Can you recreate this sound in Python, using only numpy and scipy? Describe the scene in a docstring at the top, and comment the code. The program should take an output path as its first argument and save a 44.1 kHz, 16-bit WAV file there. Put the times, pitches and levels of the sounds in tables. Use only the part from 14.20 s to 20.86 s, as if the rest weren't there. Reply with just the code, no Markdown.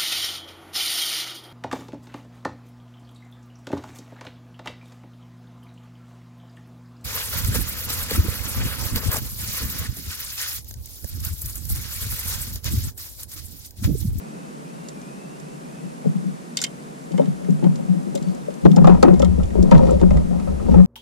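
"""A kayak's plastic hull knocks, rubs and groans as an angler reels in and then shifts about on a calm lake.
Knocks and rubbing ring three families of hull modes, heard out of phase by two microphones fixed to the hull.
Noise grains rustle, a climbing fuzzy tone makes the reel whir, and struck metal-like modes make the tackle tick.
Shaped noise makes the slow rocking and the distant hum of the shore; loud bumps overload the input."""
import sys
import numpy as np
from scipy import signal
from scipy.fft import rfft, irfft
from scipy.io import wavfile
from scipy.ndimage import uniform_filter1d

SR = 44100
rng = np.random.default_rng(int(sys.argv[2]) if len(sys.argv) > 2 else 0)


def unload_wav(signal):
    """Save mono or channel-first audio to the path in sys.argv[1] as 16-bit WAV at rate SR, clipped to [-1, 1]."""
    wavfile.write(
        sys.argv[1],
        SR,
        np.round(np.clip(np.atleast_2d(signal).T, -1, 1) * 32767).astype(np.int16),
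    )


N = 293706


def gain_of(db):
    """Decibels to gain."""
    return 10 ** (np.asarray(db) / 20)


def evened(x):
    """Scales to rms 1."""
    return x / np.sqrt(np.mean(x ** 2) + 1e-20)


def read(points, hz):
    """Reads a spectrum table on a log-frequency axis."""
    point_hz, value = np.transpose(points)
    return np.interp(np.log(hz + 1), np.log(point_hz + 1), value)


def add(mix, start, sound):
    """Mixes a sound in from a start in seconds."""
    part = mix[..., round(start * SR):][..., :sound.shape[-1]]
    part += sound[..., :part.shape[-1]]


def coloured(points):
    """Noise of rms 1 with the given spectrum."""
    spectrum = rfft(rng.standard_normal(N))
    shape = gain_of(read(points, np.fft.rfftfreq(N, 1 / SR)))
    return evened(irfft(spectrum * shape, N))


def level(rows):
    """Gain curves from a table of seconds and dB, practically silent before its first row."""
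    seconds, *columns = np.transpose(rows)
    t = np.arange(N) / SR
    return gain_of([np.interp(t, seconds, column, left=-120) for column in columns])


def plateau(length, edge_s):
    """Rises, holds and falls."""
    t = np.arange(0, length, 1 / SR)
    return np.clip(np.minimum(t, length - t) / edge_s, 0, 1)


# Colour of the shore that is alike at both microphones.
# Each row: frequency in Hz, relative level in dB per Hz.
SHORE_ALIKE = [(15, -66), (25, -32), (66, -21.5), (104, -45), (143, -1), (225, -2.5), (365, -12),
               (418, -12), (754, -21.5), (817, -24), (2090, -30), (2590, -31), (3210, -33), (4200, -34),
               (8400, -33.5), (9050, -34.5), (9700, -35), (14500, -50), (15600, -88)]
# Colour of the shore that is opposed at the microphones.
# Each row: frequency in Hz, relative level in dB per Hz.
SHORE_OPPOSED = [(15, -80), (25, -49), (104, -56), (125, -15), (177, -6), (208, -12.5), (478, -18.5),
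                 (518, -12), (561, -17.5), (885, -19), (2200, -33.5), (2520, -32.5), (3210, -43.5),
                 (10200, -39), (14500, -58), (15600, -90)]
ALIKE_DB, OPPOSED_DB = -39.5, -40  # rms of each part


def shore():
    """Distant hum and hiss: shaped noise, one part alike and one part opposed at the two microphones."""
    alike = gain_of(ALIKE_DB) * coloured(SHORE_ALIKE)
    opposed = gain_of(OPPOSED_DB) * coloured(SHORE_OPPOSED)
    return np.array([alike + opposed, alike - opposed])


# Faint whir of the line being wound in, one pull at a time.
# Each row: start in seconds, length in seconds, climb time in seconds, first pitch in Hz, last pitch in Hz,
# level in dB.
PULLS = [(0., 0.32, .26, 2480, 2614, -63), (0.42, 0.32, .17, 2360, 2710, -62),
         (0.742, 0.46, 0.44, 2340, 2780, -60.5), (1.183, 0.22, .19, 2330, 2800, -63),
         (1.416, 0.33, .17, 2390, 2580, -62)]
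WHIR_EDGE_S = 0.041
WHIR_STEADY = 1.1  # amplitude of the unbroken core of the whistle; its fuzz has rms 1


def whir():
    """A fuzzy whistle: slow noise carried on a tone that climbs with each pull."""
    out = np.zeros(N)
    for start, length, climb, first_hz, last_hz, db in PULLS:
        shape = plateau(length, WHIR_EDGE_S)
        t = np.arange(len(shape)) / SR
        hz = first_hz + (last_hz - first_hz) * np.minimum(t / climb, 1)
        turn = 2 * np.pi * np.cumsum(hz) / SR
        slow = uniform_filter1d(rng.standard_normal((2, SR)), size=220)[:, :len(hz)]
        fuzz = evened(slow[0] * np.cos(turn) + slow[1] * np.sin(turn))
        whistle = evened(WHIR_STEADY * np.sin(turn) + fuzz)
        add(out, start, gain_of(db) * shape * whistle)
    return out


# Ticks of reel and tackle.
# Each row: moment in seconds, peak in dB before panning, centre in Hz, left over right in dB.
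TICKS = [(0.6833, -40, 4600, 2), (.686, -27.5, 7400, -4), (.688, -31, 5850, 3), (.69, -42, 1560, 0),
         (0.815, -39, 6160, 0), (1.199, -37, 7460, -5), (2.371, -9.5, 4860, 2), (2.389, -18, 3760, 0),
         (2.402, -25, 4740, 1), (2.416, -11.5, 7300, 3), (2.4185, -26, 1520, -1), (2.425, -20, 7160, -4),
         (2.4387, -23, 4400, 9), (2.4387, -9, 4940, 4), (2.441, -17, 3270, -7), (2.4393, -16, 7200, 2),
         (2.4456, -17, 3140, 5), (2.4653, -28.5, 3070, -1), (2.918, -35.5, 4470, 0),
         (2.9776, -28, 2250, -4), (3.015, -39, 3120, 2), (3.057, -35, 1980, -1), (3.245, -38.5, 1870, 0),
         (3.305, -35.5, 7050, 0), (3.4415, -31, 2250, 0), (3.557, -29.5, 5150, 1), (3.9518, -26, 7670, 11),
         (3.956, -27.5, 4060, -8), (3.9748, -32, 4330, -1), (4.026, -33, 5270, 3), (4.085, -39, 4400, 3),
         (4.147, -37, 7280, 6), (4.34, -37, 6840, 2), (4.451, -37, 2530, 20), (4.515, -30, 3600, 1),
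         (4.562, -21, 5340, 1), (4.6436, -30, 2710, -3), (4.6709, -21.5, 3740, 0), (4.8272, -12, 4620, 6.5),
         (4.876, -48, 2110, 9), (4.94, -31, 3960, 0), (4.9947, -23, 6000, 0), (5.02, -20.5, 3530, -2),
         (5.047, -24, 4000, 3), (5.233, -32, 3450, -2), (5.3048, -36.5, 1990, -1), (5.4271, -26, 5740, 0),
         (5.5122, -19.5, 2500, 2), (5.544, -32, 2040, 7), (5.5793, -29, 2520, 1), (5.669, -32, 2500, 0),
         (5.7078, -29.5, 8000, 0), (5.797, -35, 2100, -1), (5.8137, -30.5, 3000, -3),
         (5.906, -29.5, 2600, 2), (5.9707, -31, 1990, -5), (6.199, -36, 2640, -4), (6.5113, -36.5, 4800, 3)]
# Modes of the tackle.
# Each row: frequency in Hz, relative strength in dB, t60 in seconds.
TACKLE_MODES = [(1100, 7, .02), (2157, 11.5, 0.059), (3122, 6, 0.067), (3656, 5.5, 0.053), (4210, 3, .02),
                (4870, -3, 0.035), (5740, -6, 0.027), (6500, 7, 0.022), (7200, 16, 0.028),
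                (7660, 19.5, 0.019), (8740, 21.5, 0.011), (12300, 28, 0.0057), (13800, 29, 0.0041)]
# Likeness of the two microphones for a tick.
# Each row: frequency in Hz, likeness from -1 to 1.
LIKENESS = [(60, 0.13), (110, 0.15), (200, 0.34), (380, 0.02), (700, 0.94), (1290, 1), (2380, 0.1),
            (4400, 0.47), (8120, -0.00048), (15000, -0.75)]
TICK_T60_S, RINGING = 0.032, 0.55  # length of a contact; share that rings, 0-1
STRIKE_SPREAD_DB, DETUNE = 2.5, 0.007  # how unevenly the modes are struck; spread of tuning as a fraction
PIECE_DB, PIECE_T60_S = 17.0, 0.022  # ring of the struck piece, on the scale of the tackle modes


def ticks():
    """Short noisy contacts ring a struck piece and the tackle modes, each time slightly differently tuned."""
    out, t, hz = np.zeros((2, N)), np.arange(4096) / SR, np.fft.rfftfreq(4096, 1 / SR)
    same = read(LIKENESS, hz)
    bending = np.exp(-2j * np.pi * 6.63 * np.log(1 + hz / 2395.0))  # low partials travel slower along the rod
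    air = 1j * hz / (2600.0 + 1j * hz) / np.sqrt(1 + (hz / 7700.0) ** 6)  # colour of the microphone ports
    for moment, db, centre_hz, pan_db in TICKS + faint_ticks():
        detune, strike = rng.standard_normal((2, len(TACKLE_MODES)))
        ring = gain_of(PIECE_DB - 60 * t / PIECE_T60_S) * np.sin(2 * np.pi * centre_hz * t)
        for (mode_hz, mode_db, t60), d, e in zip(TACKLE_MODES, detune, strike):
            fall = gain_of(mode_db + STRIKE_SPREAD_DB * e - 60 * t / t60)
            ring += fall * np.sin(2 * np.pi * mode_hz * (1 + DETUNE * d) * t)
        body = RINGING * rfft(ring) / np.linalg.norm(ring) + 1 - RINGING  # the rest is a bare, flat crack
        contact = rng.standard_normal((2, 4096)) * gain_of(-60 * t / TICK_T60_S) * (1 - np.exp(-t / 0.00021))
        a, b = rfft(contact)
        pair = np.array([a, same * a + np.sqrt(1 - same ** 2) * b])
        band = 1j * hz / centre_hz / (1 + 0.85j * hz / centre_hz - (hz / centre_hz) ** 2)
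        tick = irfft(pair * body * band * air * bending)
        side_db = np.array([[pan_db], [-pan_db]]) / 2
        add(out, moment - 0.0012, gain_of(db + side_db) * tick / abs(tick).max())  # a short lead-in
    return out


FAINT_COUNT, FAINT_FIRST_S, FAINT_LAST_S = 18, 2.55, 6.6  # scattered while the gear is handled
FAINT_DB, FAINT_SPREAD_DB, FAINT_PAN_DB = -41, 6, 8  # middle of the peaks; full ranges of peak and pan
FAINT_LOW_HZ, FAINT_HIGH_HZ = 2000, 7400


def faint_ticks():
    """Small extra ticks at random moments, in rows like those of TICKS."""
    rows = []
    for a, b, c, d in rng.random((FAINT_COUNT, 4)):
        moment = FAINT_FIRST_S + (FAINT_LAST_S - FAINT_FIRST_S) * a
        db = FAINT_DB + FAINT_SPREAD_DB * (b - 0.5)
        centre_hz = FAINT_LOW_HZ * (FAINT_HIGH_HZ / FAINT_LOW_HZ) ** c
        rows.append((moment, db, centre_hz, FAINT_PAN_DB * (d - 0.5)))
    return rows


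# How hard the body works against the hull.
# Each row: time in seconds, effort in dB.
EFFORT = [(1.6, -43), (2.3, -52), (2.8, -58), (2.95, -34), (3.3, -30), (3.85, -27.5), (4.15, -33),
          (4.4, -31), (4.6, -19.5), (4.76, -21), (5.06, -20), (5.28, -24.5), (5.45, -15.5), (5.7, -14.5),
          (5.8, -18.5), (6.08, -24.5), (6.2, -22.5), (6.4, -24), (6.52, -10.5), (6.66, -45)]
# Gear dragged over the deck.
# Each row: start in seconds, length in seconds, level in dB, extra brightness in dB (fittings and clothes),
# pitch in Hz of the panel under it.
DRAGS = [(3.958, 0.27, -37.5, 9.5, 560), (4.629, 0.16, -29, 6.5, 580), (4.837, 0.14, -33, -3, 543),
         (5.522, 0.083, -16.5, 4.5, 576), (5.592, 0.19, -17, -2.5, 525), (5.82, 0.057, -31, -4, 570),
         (5.914, 0.12, -25.5, -0.5, 556), (6.1, 0.11, -31, 1, 550), (6.264, 0.088, -27, 1, 560),
         (6.473, 0.166, -32, 5, 540)]
# One value each for flex, panels, fittings and clothes: how strongly effort rubs them [dB].
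RUB_DB = [-3, -10, -23.5, -42]
# The shudder after each knock, for the same four: level against the knock [dB], then t60 [s].
SETTLE_DB = [-11.5, -11, -13, -32]
SETTLE_T60_S = [0.44, 0.14, 0.32, 0.075]
# How a drag reaches the same four [dB].
DRAG_DB = [-17, -5.5, -19.5, -31.5]
DRAG_EDGE_S = 0.046


def rubbing():
    """Gain of the rubbing in flex, panels, fittings and clothes: powers of effort, shudders and drags add up."""
    power = (level(EFFORT) * gain_of(RUB_DB)[:, None]) ** 2
    t = np.arange(SR // 3) / SR
    fall_db = np.array(SETTLE_DB)[:, None] - 60 * t / np.array(SETTLE_T60_S)[:, None]
    for start, panels_db, flex_db, fittings_db, *_ in KNOCKS:
        knock_db = np.array([[flex_db], [panels_db], [fittings_db], [fittings_db]])
        add(power, start, gain_of(fall_db + knock_db) ** 2)
    for start, length, db, bright_db, _ in DRAGS:
        drag_db = db + np.array(DRAG_DB)[:, None] + bright_db * np.array([[0], [0], [1], [1]])
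        add(power, start, (gain_of(drag_db) * plateau(length, DRAG_EDGE_S)) ** 2)
    return np.sqrt(power)


# Modes of hull and mount.
# Each row: frequency in Hz, t60 in seconds, relative left level in dB, relative right level in dB,
# right phase in radians.
HULL_MODES = [(155, 0.26, -5.5, -2.5, 2.5), (190.9, 0.13, 2, -4, 3.5), (225.8, 0.37, -7, -12.5, 3),
              (219.4, 0.025, -15.5, -10, 4), (365, 0.025, -10.5, -21, 4), (432, 0.089, -20.5, -53, 18),
              (535.4, 0.052, -9, -10, 3.5), (587, 0.019, -8, -18.5, 3.5), (751.4, 0.05, -10.5, -14.5, 5.5),
              (794, 0.037, -14.5, -9.5, 2), (830, 0.018, -17, -35, 3.5), (931.3, 0.08, -20, -30, 0.5),
              (1035, 0.049, -24, -35, 5.5), (1233, 0.02, -38, -18, -1), (1279.6, 0.074, -35.5, -26.5, 0.34),
              (1590, 0.016, -29.5, -36, 2.5), (1833, 0.07, -37.5, -31, 0.5), (2470, 0.035, -32.5, -41, 4.5)]
PANELS_HZ = 300, 700  # below, the whole hull flexes; between, deck panels; above, small fittings
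# What flex, panels and fittings pass on to the microphones.
# Each row: low edge in Hz, high edge in Hz.
PASS_HZ = [(125, 375), (260, 603), (600, 3200)]
# Knocks on the hull.
# Each row: start in seconds, then left-microphone peaks of panels, flex and fittings in dB,
# swell of the flex in seconds, pitch of the struck panel in Hz, pitch of the nearest fitting in Hz.
KNOCKS = [(1.619, -41, -25, -51, 0.028, 320, 1130), (1.84, -31, -19, -37, 0.013, 577, 856),
          (1.855, -16.5, -7.5, -32, 0.014, 453, 736), (1.948, -48, -14, -45, 0.013, 339, 1310),
          (2.039, -27, -15.5, -48, 0.025, 314, 830), (2.906, -25, -18.5, -43, 0.023, 317, 1270),
          (2.937, -28, -11, -31.5, 0.0032, 546, 795), (2.981, -12, -10, -24, 0.0071, 540, 905),
          (2.993, -2.5, -13.5, -21.5, 0.032, 559, 884), (3.072, -24, -11.5, -50, 0.0063, 427, 744),
          (3.21, -32, -22, -55, 0.046, 570, 780), (3.282, -14, -4.5, -39, 0.017, 408, 780),
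          (3.424, -15, -6, -31, 0.0099, 346, 830), (3.442, -13.5, -9.5, -21.5, 0.016, 377, 896),
          (3.459, -16, -4.5, -34, 0.0047, 553, 820), (3.589, -27, -13, -36, 0.0093, 553, 790),
          (3.68, -34, -7, -35.5, 0.028, 470, 730), (3.744, -21.5, -11.5, -56, 0.021, 307, 1180),
          (3.864, -23, -15, -53, 0.014, 342, 1430), (3.942, -20, -24, -36, 0.0034, 400, 876),
          (3.952, -15.5, -14.5, -38, 0.0027, 562, 870), (4.01, -30, -15.5, -59, 0.0054, 350, 1090),
          (4.059, -34, -11, -49, 0.023, 340, 810), (4.281, -12, -24, -54, 0.004, 584, 1290),
          (4.428, -44, -11.5, -42, 0.0088, 336, 1110), (4.449, 3.5, 5, -33, 0.005, 340.3, 1040),
          (4.466, -13, -6, -28, 0.0041, 370, 1050), (4.496, -18, -6, -51, 0.018, 380, 1000),
          (4.53, -36, -35, -28, 0.025, 740, 760), (4.565, -14, 0, -16, 0.0078, 490, 845),
          (4.578, -8.5, -4.5, -39, 0.01, 554, 790), (4.612, -14, -2.5, -26, 0.0077, 362, 726),
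          (4.644, -6.5, 1, -9, 0.0046, 760, 1203), (4.671, -2, -2, -6, 0.009, 582, 763),
          (4.69, 0.5, -2, -24, 0.011, 385, 1030), (4.711, -25, -4, -19, 0.012, 640, 960),
          (4.726, -20, -7, -26, 0.004, 400, 1010), (4.747, -23, -12, -24, 0.011, 553, 970),
          (4.769, -29, -12.5, -27, 0.016, 550, 990), (4.827, 5, -1, -5.5, 0.0085, 493, 1257),
          (4.847, -1.5, -5.5, -13, 0.018, 334, 880), (4.887, -15, -15.5, -31, 0.004, 352, 730),
          (4.876, -0.5, -3.5, -26, 0.0036, 364, 690), (4.903, -9, -4.5, -32, 0.011, 518, 1280),
          (4.929, -7, -7, -32, 0.0031, 355, 890), (4.997, -7, -11.5, -20.5, 0.026, 589, 850),
          (5.025, -6.5, -8, -22, 0.045, 554, 1320), (5.077, -19, -14, -41, 0.051, 350, 720),
          (5.178, -15.5, -9.5, -39, 0.0098, 484, 724), (5.199, -32, -28, -29, 0.024, 493, 1345),
          (5.352, -8.5, -11, -25, 0.027, 410, 910), (5.381, -7.5, -7, -46, 0.035, 365, 970),
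          (5.423, -12, -7, -34, 0.0094, 337, 914), (5.514, 0.5, 6.5, -9, 0.0074, 568, 938),
          (5.544, -7.5, 1, -19, 0.0097, 592, 937), (5.573, -17.5, -27, -18, 0.008, 584, 945),
          (5.59, -20, -36, -18.5, .008, 520, 940), (5.602, -8.5, -24, -30, 0.0087, 550, 1270),
          (5.63, -10, -28, -33, .009, 507, 960), (5.671, -18, -29, -25, 0.0076, 300, 940),
          (5.714, -8, -26, -32, 0.0082, 434, 940), (5.691, -15, -28, -21, 0.012, 497, 1300),
          (5.744, -19, -9.5, -51, 0.013, 490, 1280), (5.813, -9.5, -3.5, -22.5, 0.011, 359, 910),
          (5.828, -5, -3, -40, 0.033, 363, 865), (5.907, -12, -2, -22, 0.0041, 615, 1328),
          (5.942, -16, -9.5, -30, 0.0078, 573, 1000), (5.969, -20.5, -25, -26.5, 0.0078, 570, 1306),
          (6.064, -38, -14, -48, 0.03, 380, 1230), (6.107, -23, -13, -28.5, 0.016, 527, 713),
          (6.129, -23, -14, -28, 0.035, 526, 770), (6.198, -37, -14, -30, 0.019, 546, 1290),
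          (6.272, -18, -9.5, -26.5, 0.0079, 560, 1300), (6.398, -26, -20, -32, 0.014, 567, 1255),
          (6.484, -12, -5, -23, 0.0048, 557, 909), (6.519, -32, -11, -32, 0.011, 541, 875),
          (6.541, -6.5, 1.5, -15.5, 0.017, 498, 875), (6.557, -14, -1, -38, 0.041, 346, 925),
          (6.601, -17, -17, -26, 0.0042, 544, 740)]
STIFF_DB = 3.5  # a knock is sharp when its panels are this far over its flex
CHATTER_S, SHARP_CHATTER_S = 0.0087, 0.0069  # a sharp knock is shorter
ROCK_HZ, STIFF_ROCK_HZ, ROCK_GRIT = 180, 263.7, 0.8  # a sharp knock rocks faster; noise in the rocking
CLEAN_PANEL, CLEAN_FITTING = 0.4, 0.4  # amplitude of the clean give of panel and fitting
SLIPS_PER_S, SLIP_SPREAD_DB = 4000, 2  # stick-slip of the rubbing
GROAN_DB, GROAN_Q = -20.5, 11  # a drag keeps the panel under it humming, level against the drag


def hull_rings():
    """Decaying sines of each mode family at both microphones, the right with its own phases."""
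    t = np.arange(8192) / SR
    rings = np.zeros((3, 2, len(t)))
    for hz, t60, left_db, right_db, phase in HULL_MODES:
        fall_db = 60 * t / t60
        left = gain_of(left_db - fall_db) * np.sin(2 * np.pi * hz * t)
        right = gain_of(right_db - fall_db) * np.sin(2 * np.pi * hz * t + phase)
        rings[np.searchsorted(PANELS_HZ, hz)] += np.array([left, right]) / np.sqrt(t60)
    for family, band_hz in enumerate(PASS_HZ):
        sos = signal.butter(N=4, Wn=band_hz, btype="band", fs=SR, output="sos")
        rings[family] = signal.sosfilt(sos, rings[family])
    return rings / np.linalg.norm(rings[:, :1], axis=2, keepdims=True)  # left energy 1


def rubbing_force():
    """Stick-slip noise on flex, panels and fittings, with a groan at the panel under each drag."""
    lumps = evened(uniform_filter1d(rng.standard_normal(N), 500))  # rubbing comes in uneven slips
    slip_db = SLIP_SPREAD_DB * np.minimum(rng.exponential(1, (3, N)), 4)
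    slips = gain_of(slip_db) * (rng.random((3, N)) < SLIPS_PER_S / SR)
    force = rubbing()[:3] * gain_of(0.98 * lumps) * evened(slips * rng.standard_normal((3, N)))
    for start, length, db, _, panel_hz in DRAGS:
        shape = plateau(length, DRAG_EDGE_S)
        noise = rng.standard_normal(SR)[:len(shape)]
        groan = signal.lfilter(*signal.iirpeak(panel_hz, GROAN_Q, SR), noise)
        add(force[1], start, gain_of(db + GROAN_DB) * shape * evened(groan))
    return force


def knock_blow(start, sharp_knock, swell, panel_hz, fitting_hz):
    """Force of one knock: a slow lean on the flex, and noisy chatter with a clean tone on panel and fitting."""
    t = np.arange(8192) / SR
    rock_hz, chatter = (STIFF_ROCK_HZ, SHARP_CHATTER_S) if sharp_knock else (ROCK_HZ, CHATTER_S)
    sharp = np.exp(-t / chatter) * (1 - np.exp(-t / 0.000043))
    grit = rng.standard_normal(len(t))
    lean = t / swell  # weight settles on the hull more slowly than the knock
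    # one running phase: each load feeds the rocking already under way
    rocking = np.sin(2 * np.pi * rock_hz * (start + t)) + ROCK_GRIT * grit
    panel = signal.lfilter(*signal.iirpeak(panel_hz, 3.0, SR), sharp * grit)  # the nearest panel answers most
    panel += CLEAN_PANEL * sharp * np.sin(2 * np.pi * panel_hz * t)  # and gives once, cleanly, under the blow
    fitting = 0.99 * sharp * grit
    fitting += signal.lfilter(*signal.iirpeak(fitting_hz, 6.0, SR), sharp * grit)
    fitting += CLEAN_FITTING * sharp * np.sin(2 * np.pi * fitting_hz * t)  # the nearest fitting sings out
    return np.array([lean * np.exp(-lean ** 2) * rocking, panel, fitting])


def hull():
    """Rubbing and knocks drive each family of modes, which rings on into both microphones."""
    rings = hull_rings()
    out = signal.oaconvolve(rubbing_force()[:, None], rings, axes=2).sum(0)[:, :N]
    for start, panels_db, flex_db, fittings_db, swell, panel_hz, fitting_hz in KNOCKS:
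        blow = knock_blow(start, panels_db - flex_db > STIFF_DB, swell, panel_hz, fitting_hz)
        sound = signal.fftconvolve(blow[:, None], rings, axes=2)
        sound /= abs(sound[:, :1]).max(2, keepdims=True)  # left peak 1 in each family
        add(out, start, np.tensordot(gain_of([flex_db, panels_db, fittings_db]), sound, 1))
    return out


def rustle():
    """Clothes rubbing: dense small grains of scraping, partly shared by both microphones."""
    grains = gain_of(1.7 * np.minimum(rng.exponential(1, (2, N)), 4)) * rng.standard_normal((2, N))
    grains *= rng.random((2, N)) < 0.15  # density of the grains
    sos = signal.butter(N=2, Wn=[1300.0, 6000.0], btype="band", fs=SR, output="sos")
    a, b = signal.sosfilt(sos, grains)
    return rubbing()[3] * evened(np.array([a, 0.65 * a + 1.1 * b]))


# The mount rocking.
# Each row: time in seconds, level in dB before the balance of the sides.
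SWAY = [(2.8, -69), (3.15, -60), (4.15, -60), (4.41, -79), (4.45, -28), (4.52, -57), (4.67, -32),
        (4.93, -29.5), (5.0, -26), (5.09, -23), (5.17, -26), (5.25, -21), (5.3, -35), (5.4, -18),
        (5.48, -32), (5.58, -18.5), (5.78, -23.5), (5.96, -16.5), (6.09, -29), (6.14, -27), (6.4, -30.5),
        (6.58, -16.5), (6.66, -36.5)]
# Colour of the rocking.
# Each row: frequency in Hz, relative level in dB per Hz.
SWAY_COLOUR = [(8.8, -43), (15, 12), (32, -21.5), (65, 11), (81, 3), (109, -13), (119, -37), (130, -4.5),
               (170, -92), (290, -120)]
SURGE_DB = -0.5  # the rocking comes in uneven heaves


def sway():
    """Slow rocking of the mount: low shaped noise, partly shared by both microphones."""
    shared, own = coloured(SWAY_COLOUR), coloured(SWAY_COLOUR)
    smooth = uniform_filter1d(rng.standard_normal(N), size=1500)
    heaves = evened(uniform_filter1d(smooth, size=1500))
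    balance = gain_of([[3.0], [-2.0]])  # left, right
    return level(SWAY) * gain_of(SURGE_DB * heaves) * balance * np.array([shared, 0.57 * shared + own])


SQUEAK_START_S, SQUEAK_LENGTH_S, SQUEAK_HZ, SQUEAK_DB = 4.03, 0.11, 4540, -56  # level before its fade


def squeak():
    """A thin tone of steady pitch that fades."""
    out = np.zeros(N)
    shape = plateau(SQUEAK_LENGTH_S, 0.008)
    t = np.arange(len(shape)) / SR
    fade = gain_of(SQUEAK_DB - 6.4 * t / SQUEAK_LENGTH_S)
    add(out, SQUEAK_START_S, fade * shape * np.sin(2 * np.pi * SQUEAK_HZ * t))
    return out


def scene():
    """All sources together."""
    return shore() + whir() + ticks() + hull() + rustle() + sway() + squeak()


EDGE_HZ, KNEE = 16000, 30  # band limit; a higher knee bends more abruptly


def record(dry):
    """The input overloads with a rounded knee at full scale; then the band limit."""
    clipped = 1.01 * dry / (1 + abs(dry) ** KNEE) ** (1 / KNEE)
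    lowpass = signal.firwin(511, EDGE_HZ, window=("kaiser", 9), fs=SR)
    return signal.oaconvolve(clipped, lowpass[None], "same")


dry = scene()
out = record(dry)
unload_wav(out)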